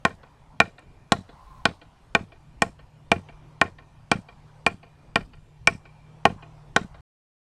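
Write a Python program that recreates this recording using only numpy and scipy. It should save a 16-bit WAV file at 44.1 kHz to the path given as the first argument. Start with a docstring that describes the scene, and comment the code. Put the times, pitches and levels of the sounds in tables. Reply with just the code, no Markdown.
"""A heavy knife chops a dry branch lying across a log, fourteen times, outdoors: damped tones ring like wood.
Filtered noise makes the splitting fibres, rattling chips, scattered treble, brush and rough echoes of each chop.
The branch knocks back on the log as low thumps, chips tick, and the blade sings briefly as paired tones.
Behind it are noise for open air and far traffic, and two wavering tones for an engine's low hum.
The sound ends abruptly after seven seconds."""
import sys
import numpy as np
from scipy import signal
from scipy.io import wavfile
from scipy.ndimage import uniform_filter1d

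SR = 44100
rng = np.random.default_rng(int(sys.argv[2]) if len(sys.argv) > 2 else 0)


def waveform_to_disk(signal):
    """Save audio, clipped to [-1, 1], as 16-bit WAV at the path in sys.argv[1]."""
    frames = np.transpose(np.atleast_2d(signal))
    scaled = np.clip(frames, -1, 1) * 32767
    samples = np.round(scaled).astype(np.int16)
    wavfile.write(sys.argv[1], SR, samples)


N = 333396  # length in samples

# In all tables and settings, t60 is the time in seconds that a sound takes to fade by 60 dB.


def amp(db):
    """Turns a level in dB into a gain."""
    return 10 ** (np.asarray(db) / 20)


def read(points, hz):
    """Reads a table of (Hz, value) at any frequency, with straight lines over log frequency."""
    table_hz, value = np.transpose(points)
    return np.interp(np.log(hz + 1), np.log(table_hz + 1), value)


def add(mix, start_s, sound):
    """Mixes a sound in at start_s seconds, cut off where the mix ends."""
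    part = mix[max(round(start_s * SR), 0):][:len(sound)]
    part += sound[:len(part)]


def colour(x, points):
    """Filters a sound to a spectrum in dB, with no response ahead of the sound (minimum phase)."""
    hz = abs(np.fft.fftfreq(4096, 1 / SR))
    log_gain = np.log(amp(read(points, hz)))
    response = np.conj(np.exp(signal.hilbert(log_gain)))
    taps = np.fft.ifft(response).real[:2048]
    return signal.oaconvolve(x, taps)[:len(x)]


def hiss(points, patchy_db, size):
    """Noise of rms 1 whose spectrum drifts in patches over time and frequency."""
    frames = N * 4 // size + 5
    hz = np.fft.rfftfreq(size, 1 / SR)
    real, imaginary, patches = rng.standard_normal((3, len(hz), frames))
    patches = uniform_filter1d(uniform_filter1d(patches, size=9, axis=0), size=9, axis=1)
    level_db = read(points, hz)[:, None] + patchy_db * patches / patches.std()
    spectrum = (real + 1j * imaginary) * amp(level_db)
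    x = signal.istft(spectrum, nperseg=size, noverlap=size * 3 // 4)[1][:N]
    return x / x.std()


# Colour of the open air. Each row: frequency in Hz, relative level in dB per Hz.
AIR_TONE = [(15, -15.5), (25, -6), (50, -5), (85, -12.5), (130, -7), (190, -17.5), (300, -20.5), (500, -25),
            (1500, -40.5), (2700, -39), (5000, -46.5), (5900, -49), (6800, -49), (8500, -49.5),
            (12400, -56), (14000, -66.5), (16000, -74.5)]


def open_air():
    """Open air is a steady, patchy noise, strongest in the bass."""
    return amp(-52) * hiss(AIR_TONE, patchy_db=3.5, size=2048)


# Colour of tyres on the far road. Each row: frequency in Hz, relative level in dB per Hz.
TYRE_TONE = [(350, -41.5), (550, -8.5), (950, -2.5), (1300, -11), (2500, -22), (6000, -28.5),
             (10000, -38.5), (13000, -64.5)]
# Swells of the traffic. Each row: time in seconds, level in dB.
TRAFFIC_LEVEL = [(0.0, -62), (1.06, -64.5), (1.25, -58.5), (1.61, -59), (1.8, -62), (2.84, -65.5),
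                 (3.07, -64), (3.27, -58.5), (3.96, -65), (4.34, -59.5), (4.56, -60), (4.83, -65),
                 (5.06, -62), (5.38, -68.5), (5.93, -63.5), (6.38, -57.5), (6.8, -60.5)]


def far_traffic():
    """Tyres on a far road make a noise that swells and sinks."""
    level_db = np.interp(np.arange(N) / SR, *np.transpose(TRAFFIC_LEVEL))
    return amp(level_db) * hiss(TYRE_TONE, patchy_db=2.5, size=1024)


# Level of the hum. Each row: time in seconds, level in dB before a random waver.
HUM_LEVEL = [(0, -80), (2, -71.5), (2.4, -59.5), (2.9, -60), (3.4, -54), (3.9, -59.5), (4.5, -54.5),
             (5, -59.5), (5.5, -56.5), (6, -54.5), (6.5, -49), (7, -56)]


def engine_hum():
    """A far engine hums on two tones, its orders 4 and 3, that waver in pitch and level."""
    hum_hz = 151  # order 4, before it wavers
    waver = uniform_filter1d(uniform_filter1d(rng.standard_normal((2, N)), size=3000), size=3000)
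    waver /= waver.std()
    cycles = np.cumsum(hum_hz + 1.3 * waver[0]) / SR
    level_db = np.interp(np.arange(N) / SR, *np.transpose(HUM_LEVEL)) + 1.5 * waver[1]
    order_4 = np.sin(2 * np.pi * cycles)
    order_3 = amp(-6.0) * np.sin(2 * np.pi * 0.75 * cycles)
    return np.sqrt(2) * amp(level_db) * (order_4 + order_3)


# Frequencies in Hz of the nine parts of a blow: three for weight, two for crack, one for ring, three for split.
PART_HZ = (200, 470, 740, 1300, 1900, 2400, 3600, 5400, 8300)
# What every blow gives each of these parts, in dB, before its own levels are added.
PART_BASE_DB = (-10.5, -1.83, 0.16, 1.8, -1.45, 0.48, 1.5, 2.5, -5.5)


def stirred(weight_db, crack_db, ring_db, split_db, brightness):
    """One blow stirs each part differently; brightness tilts the split in dB per octave."""
    split = split_db + brightness * np.log2(np.divide(PART_HZ[-3:], PART_HZ[-2]))
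    return np.add(PART_BASE_DB, [weight_db] * 3 + [crack_db] * 2 + [ring_db, *split])


# Ringing tones of the branch on the log, before each blow shifts them.
# Each row: frequency in Hz, relative level in dB, t60 in seconds before the ring factor.
WOOD_MODES = [(91.5, -14, 0.44), (131, -11, 0.17), (212, 14, 0.031), (270, -8, 0.031), (296.5, 6, 0.034),
              (396.5, -1, .07), (462.5, 0.5, 0.059), (691.4, 1, 0.068), (748.4, 2.5, 0.031),
              (806, -2.5, .055), (1079, 3.5, .055), (1389, 0, 0.068), (1486.6, 9, 0.034),
              (1430, -15.5, 0.01), (1790, -27.5, 0.0039), (1838, 11, 0.036), (1990, -2.5, 0.016),
              (2283, -12.5, 0.026), (2390, 11.5, 0.032), (2310, -14, 0.004), (2700, 6.5, 0.01),
              (3430, -10.5, 0.017), (4060, 2, 0.0067), (4505, -11, 0.013), (5380, -2.5, 0.012)]
# Colour of splitting fibres. Each row: frequency in Hz, gain in dB.
SPLIT_TONE = [(2000, -16), (3000, 7.5), (5500, -5.5), (8500, 5), (9800, -9.5), (12500, -20), (13500, -29.5),
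              (16000, -48)]


def chop(parts_db, bite_ms):
    """The edge splits fibres as it bites; the full blow follows and rings the wood."""
    ring = 0.97  # factor on every t60 of the wood
    t = np.arange(SR // 6) / SR
    parts = list(zip(PART_HZ, parts_db))
    hz, db, t60 = np.transpose(WOOD_MODES)[:, :, None]
    # the branch never lies twice the same way
    level_shift_db = 2 * rng.standard_normal((len(hz), 1))
    pitch_shift = .006 * rng.standard_normal((len(hz), 1))  # as a share of the pitch
    since = np.maximum(t - bite_ms / 1000, 0)  # seconds since the full blow
    rise = (1 - np.exp(-since / .0001)) ** 2
    fade = amp(db + read(parts, hz) + level_shift_db - 60 * since / (ring * t60))
    tones = fade * np.cos(2 * np.pi * hz * (1 + pitch_shift) * since)
    wood = rise * tones.sum(0)
    burst = (1 - np.exp(-t / 0.0016)) * (amp(-60 * t / 0.016) + amp(-20 - 60 * t / 0.0069))
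    split = colour(burst * rng.standard_normal(len(t)), SPLIT_TONE)
    split = colour(split, parts[-3:])
    # the branch is too small for deep bass
    return colour(amp(-2.5) * wood + amp(9.5) * split, [(20, -45), (80, -1.0)])


# Dulling of the near reflection. Each row: frequency in Hz, gain in dB.
REFLECTION_TONE = [(2600, 0), (3300, -12)]


def near_reflection(parts_db, bite_ms, db):
    """A near reflection is a duller, weaker repeat of the chop, with its own random details."""
    return amp(db) * colour(chop(parts_db, bite_ms), REFLECTION_TONE)


def ping(db, hz, t60):
    """A small stiff object rings as a short damped pair of close tones that beat."""
    t = np.arange(SR // 15) / SR
    second_hz = hz * rng.uniform(1.03, 1.07)
    tones = np.sin(2 * np.pi * hz * t) + 0.33 * np.sin(2 * np.pi * second_hz * t)
    return amp(db - 60 * t / t60) * (1 - np.exp(-t / 0.00044)) * tones


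def blade_song(db, hz):
    """The blade sings briefly, because the wood grips it and damps it at once."""
    blade = np.zeros(SR // 6)
    add(blade, 0, ping(db, hz, t60=.009))
    return blade


# Fading of bark and chips before the extra settling. Each row: frequency in Hz, t60 in seconds.
CHATTER_FADE = [(100, .4), (300, 0.98), (1000, 1), (3000, 0.2), (8000, 0.1), (14000, .12)]
# Colour of the rattle before the blow adds its own. Each row: frequency in Hz, gain in dB.
CHATTER_TONE = [(50, -43.5), (100, -7), (300, -8), (1000, -19), (2600, -16), (3500, -25.5), (8000, -30.5),
                (10000, -30), (14000, -42)]


def chatter(parts_db):
    """Bark and chips rattle as the branch shakes: uneven bursts, each band dying at its own speed."""
    rattle_db = -3.5
    hz, t, z = signal.stft(rng.standard_normal(SR // 2), SR, nperseg=256)
    bursts = uniform_filter1d(rng.standard_normal(z.shape), size=25, axis=0)
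    bursts_db = 4.5 * uniform_filter1d(bursts / bursts.std(), size=2, axis=1)
    tone_db = read(CHATTER_TONE, hz) + 0.65 * read(list(zip(PART_HZ, parts_db)), hz)
    fade_db = -60 * t / read(CHATTER_FADE, hz)[:, None]
    settling_db = -7.0 * (t / 0.057) ** 2  # the branch settles
    level_db = rattle_db + tone_db[:, None] + fade_db + settling_db + bursts_db
    x = signal.istft(z * amp(level_db), SR, nperseg=256)[1]
    return x * (1 - np.exp(-np.arange(len(x)) / SR / 0.0055))


def uneven_noise(swing_db, fade_s, linear_db, late_db, rise_s):
    """Noise with a soft start and uneven level; by fade_s it has sunk by linear_db plus late_db."""
    t = np.arange(SR // 5) / SR
    noise, clumps = rng.standard_normal((2, len(t)))
    clumps = uniform_filter1d(clumps, size=250)
    fade_db = -linear_db * t / fade_s - late_db * (t / fade_s) ** 4
    level_db = swing_db * clumps / clumps.std() + fade_db
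    return noise * amp(level_db) * (1 - np.exp(-t / rise_s))


# Colour of the bright tail. Each row: frequency in Hz, gain in dB.
TAIL_TONE = [(2000, -19), (3800, -1.5), (6000, -4.5), (8500, -5), (11000, -10.5), (13500, -18.5),
             (16000, -44)]


def bright_tail(split_db):
    """A short, uneven bright hiss trails each chop, like its treble scattered by the surroundings."""
    noise = uneven_noise(swing_db=3.5, fade_s=.13, linear_db=9.0, late_db=8.0, rise_s=.008)
    return colour(amp(-53.0 + 0.25 * split_db) * noise, TAIL_TONE)


# Colour of the dry brush. Each row: frequency in Hz, gain in dB.
BRUSH_TONE = [(2000, -24.5), (3800, -3), (6000, -2), (8500, -0.5), (11000, -2.5), (13500, -5.5),
              (16000, -29.5)]


def brush(sound):
    """Twigs all round scatter the treble of a chop into an uneven hiss of its own colour."""
    taps = uneven_noise(swing_db=3.0, fade_s=0.11, linear_db=12.0, late_db=8.0, rise_s=.006)
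    taps = amp(-23) * taps / np.linalg.norm(taps)
    return signal.fftconvolve(sound, colour(taps, BRUSH_TONE))


# Distant walls. Each row: seconds after the far echo's delay (minus is earlier), dB added to its level.
WALLS = [(-.128, -4.5), (-.106, -14.5), (0, -6.5), (0.036, -19)]
# Colour of the walls alone. Each row: frequency in Hz, gain in dB.
WALL_TONE = [(250, 5.5), (500, 3), (850, -1.5), (1300, 2.5), (2400, 0), (4500, 1), (7000, -11)]
# Colour of all that this function returns. Each row: frequency in Hz, gain in dB.
ECHO_TONE = [(100, -24), (300, -2.5), (600, 0.5), (1400, -6), (2500, -1), (3500, -3.5), (4600, -1),
             (6000, -16), (9000, -13), (14000, -14)]


def surroundings(sound, far_s, far_db):
    """Log, sand and legs scatter at once, rough walls at a distance, the far yard long and faintly."""
    near_db, near_t60 = -16, 0.061
    yard_db, yard_t60 = -43, .9
    t = np.arange(SR) / SR
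    taps = np.zeros(SR)
    # one random click, up or down, in every 20 samples
    places = np.arange(0, SR, 20) + rng.integers(0, 20, SR // 20)
    taps[places] = rng.choice([-1., 1.], SR // 20)
    near = taps * amp(-60 * t / near_t60) * (t > .003)
    yard = taps * amp(-60 * t / yard_t60 - 70 * np.exp(-t / 0.17))  # held back at first
    space = amp(yard_db) * yard / np.linalg.norm(yard) + amp(near_db) * near / np.linalg.norm(near)
    for lag_s, db in WALLS:
        # a rough wall smears its echo; its flat face returns one clear tap
        rough = rng.standard_normal(SR // 25) * amp(-60 * t[:SR // 25] / 0.071)
        rough[0] = 1.2
        echo = amp(far_db + db) * rough / np.linalg.norm(rough)
        add(space, far_s + lag_s, colour(echo, WALL_TONE))
    return signal.fftconvolve(sound, colour(space, ECHO_TONE))


# The blows. Each row: start in seconds, then what the blow adds in dB to low weight, crack, sharp ring and
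# splitting fibres, brightness of the split in dB per octave, time to bite in ms, song of the blade in dB,
# its pitch in Hz, delay of the far echo in seconds, its base level in dB before walls and colour,
# near reflection in dB before dulling.
CHOPS = [(0.0505, -12.5, -15, -20, -18.5, -0.5, 0.47, -29, 3470, 0.18, -25, -22),
         (0.6012, -10.5, -14, -12.5, -17, 1, 0.62, -14, 4040, 0.18, -28, -12.5),
         (1.12, -10, -18.5, -24.5, -11, 1, 0.3, -10, 3897, 0.17, -28.5, -22.5),
         (1.6537, -11, -16.5, -18.5, -14, -7, 0.9, -23, 3670, 0.16, -26.5, -26),
         (2.1493, -11, -16, -14.5, -19, -5, 0.83, -18.5, 4240, 0.17, -28.5, -23),
         (2.6196, -12, -18.5, -19.5, -14, 4.5, 0.74, -23.5, 5460, 0.17, -26.5, -25.5),
         (3.1164, -9, -18.5, -14.5, -17.5, -0.5, 0.64, -23.5, 5720, 0.17, -25, -25),
         (3.6138, -10.5, -14.5, -12, -22.5, 4.5, 0.62, -26, 4590, 0.17, -25.5, -24),
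         (4.1144, -12, -17.5, -15, -15.5, 1, 1.33, -14, 3910, 0.17, -25, -24.5),
         (4.6639, -11.5, -18, -15, -21.5, 5.5, 0.8, -17, 4480, .165, -26, -26.5),
         (5.1569, -13.5, -17.5, -16, -18.5, -4.5, 0.83, -19.5, 4460, .175, -27, -22),
         (5.6722, -14, -15.5, -10.5, -14, 4.5, 1.1, -8, 5295, 0.18, -29, -22),
         (6.2528, -7, -17, -17.5, -16, -2.5, 0.9, -17, 3500, 0.17, -25.5, -22.5),
         (6.7621, -12, -15, -20, -13.5, -4, 0.77, -28, 4400, .18, -27, -27.5)]


def chopping(mix):
    """Each blow sounds with its blade, rattles bark and chips, and returns from near and far."""
    for start_s, *blow, bite_ms, blade_db, blade_hz, far_s, far_db, reflection_db in CHOPS:
        parts_db = stirred(*blow)
        wood = chop(parts_db, bite_ms)
        add(wood, .0135, near_reflection(parts_db, bite_ms, reflection_db))  # 13.5 ms later
        blade = blade_song(blade_db, blade_hz)
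        add(mix, start_s, wood + blade)
        add(mix, start_s, chatter(parts_db))
        add(mix, start_s, bright_tail(parts_db[-2]))
        add(mix, start_s, brush(wood + blade))
        # the flat of the blade faces the walls, so its song is stronger there
        add(mix, start_s, surroundings(wood + amp(3.0) * blade, far_s, far_db))


def knock(db):
    """Wood on wood: a dull thump, a deeper shudder of the log and a tick of bark on bark."""
    hz = 180
    t = np.arange(SR // 8) / SR
    thump = -np.sin(2 * np.pi * hz * t) * (1 - np.exp(-t / .002)) * amp(-60 * t / .034)
    shudder = -np.sin(2 * np.pi * 0.66 * hz * t) * (1 - np.exp(-t / 0.0028)) * amp(-60 * t / 0.06)
    tick = rng.standard_normal(len(t)) * amp(-60 * t / .03)
    tick = colour(tick, [(300, -12), (2500, -6.5), (8000, -29.0), (12000, -41.5)])
    return amp(db) * (amp(12.0) * thump + amp(0.5) * shudder + amp(-15.5) * tick)


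# The branch drops back on the log. Each row: start in seconds, relative level in dB, seconds to the rebound.
KNOCKS = [(0.113, -41, .026), (0.64, -35, .037), (1.152, -33, .02), (1.188, -33.5, .021),
          (1.687, -33, .023), (2.209, -32.5, 0.025), (2.649, -35, 0.044), (2.665, -35, 0.031),
          (3.164, -29, 0.022), (3.651, -35.5, 0.029), (4.155, -26, 0.032), (4.69, -38, 0.052),
          (4.716, -36, .027), (5.189, -33, .026), (5.707, -35, .044), (5.724, -35, .027),
          (6.28, -35.5, .082), (6.303, -28.5, 0.021), (6.79, -40, .056), (6.814, -28.5, 0.032)]


def knocking(mix):
    """The branch lands on the log and each landing rebounds once, weaker."""
    for start_s, db, hop_s in KNOCKS:
        add(mix, start_s, knock(db))
        add(mix, start_s + hop_s, knock(db - 6.5))


def chip(db, hz):
    """A dry tick: a ping in a puff of bright noise."""
    t = np.arange(SR // 15) / SR
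    puff = rng.standard_normal(len(t)) * amp(-60 * t / 0.02)
    puff = colour(puff, [(2000, -32), (4000, -1), (9000, 3), (13000, -25.5)])
    return ping(db, hz, t60=0.016) + amp(db + 0.5) * puff


# Chips that snap off or land. Each row: start in seconds, relative level in dB, pitch in Hz.
CHIPS = [(0.7916, -51, 7940), (2.6424, -50, 6650), (2.6604, -65, 8300), (4.138, -53, 6680),
         (4.6754, -37, 5420), (5.354, -63, 8200)]


def ticking_chips(mix):
    """Small chips make bright ticks as they snap off or land."""
    for start_s, db, hz in CHIPS:
        add(mix, start_s, chip(db, hz))


# Colour of one passing car's tyres. Each row: frequency in Hz, relative level in dB per Hz.
PASS_TONE = [(600, -31), (850, -5.5), (940, -15.5), (1030, 4), (1150, -9.5), (1500, -38.5)]


def passing_car():
    """The tyres of one passing car sing: a narrow rush that swells and fades."""
    middle_s, half_length_s = 1.52, .16  # 6 dB down half a length from the middle
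    t = np.arange(N) / SR
    level_db = -54 - 6.0 * ((t - middle_s) / half_length_s) ** 2
    return amp(level_db) * hiss(PASS_TONE, patchy_db=2, size=2048)


def scene():
    """Background, chops with their rattle and echoes, knocks and chips."""
    mix = open_air() + far_traffic() + engine_hum() + passing_car()
    chopping(mix)
    knocking(mix)
    ticking_chips(mix)
    return mix[None]


# Treble of the microphone. Each row: frequency in Hz, gain in dB.
MICROPHONE_TONE = [(9000, -0.5), (12500, -2), (13500, -8), (16000, -7)]


def record(dry):
    """The microphone dulls the top, peaks round off at full scale, the sound stops, then treble is cut."""
    end_s, edge_hz = 7.008, 16200
    heard = colour(dry[0], MICROPHONE_TONE)[None]
    soft = heard / (1 + abs(heard) ** 8) ** .125
    kept = soft * (np.arange(N) < end_s * SR)
    low_pass = signal.firwin(511, edge_hz, window=("kaiser", 9), fs=SR)
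    return signal.oaconvolve(kept, low_pass[None], "same")


dry = scene()
out = record(dry)
waveform_to_disk(out)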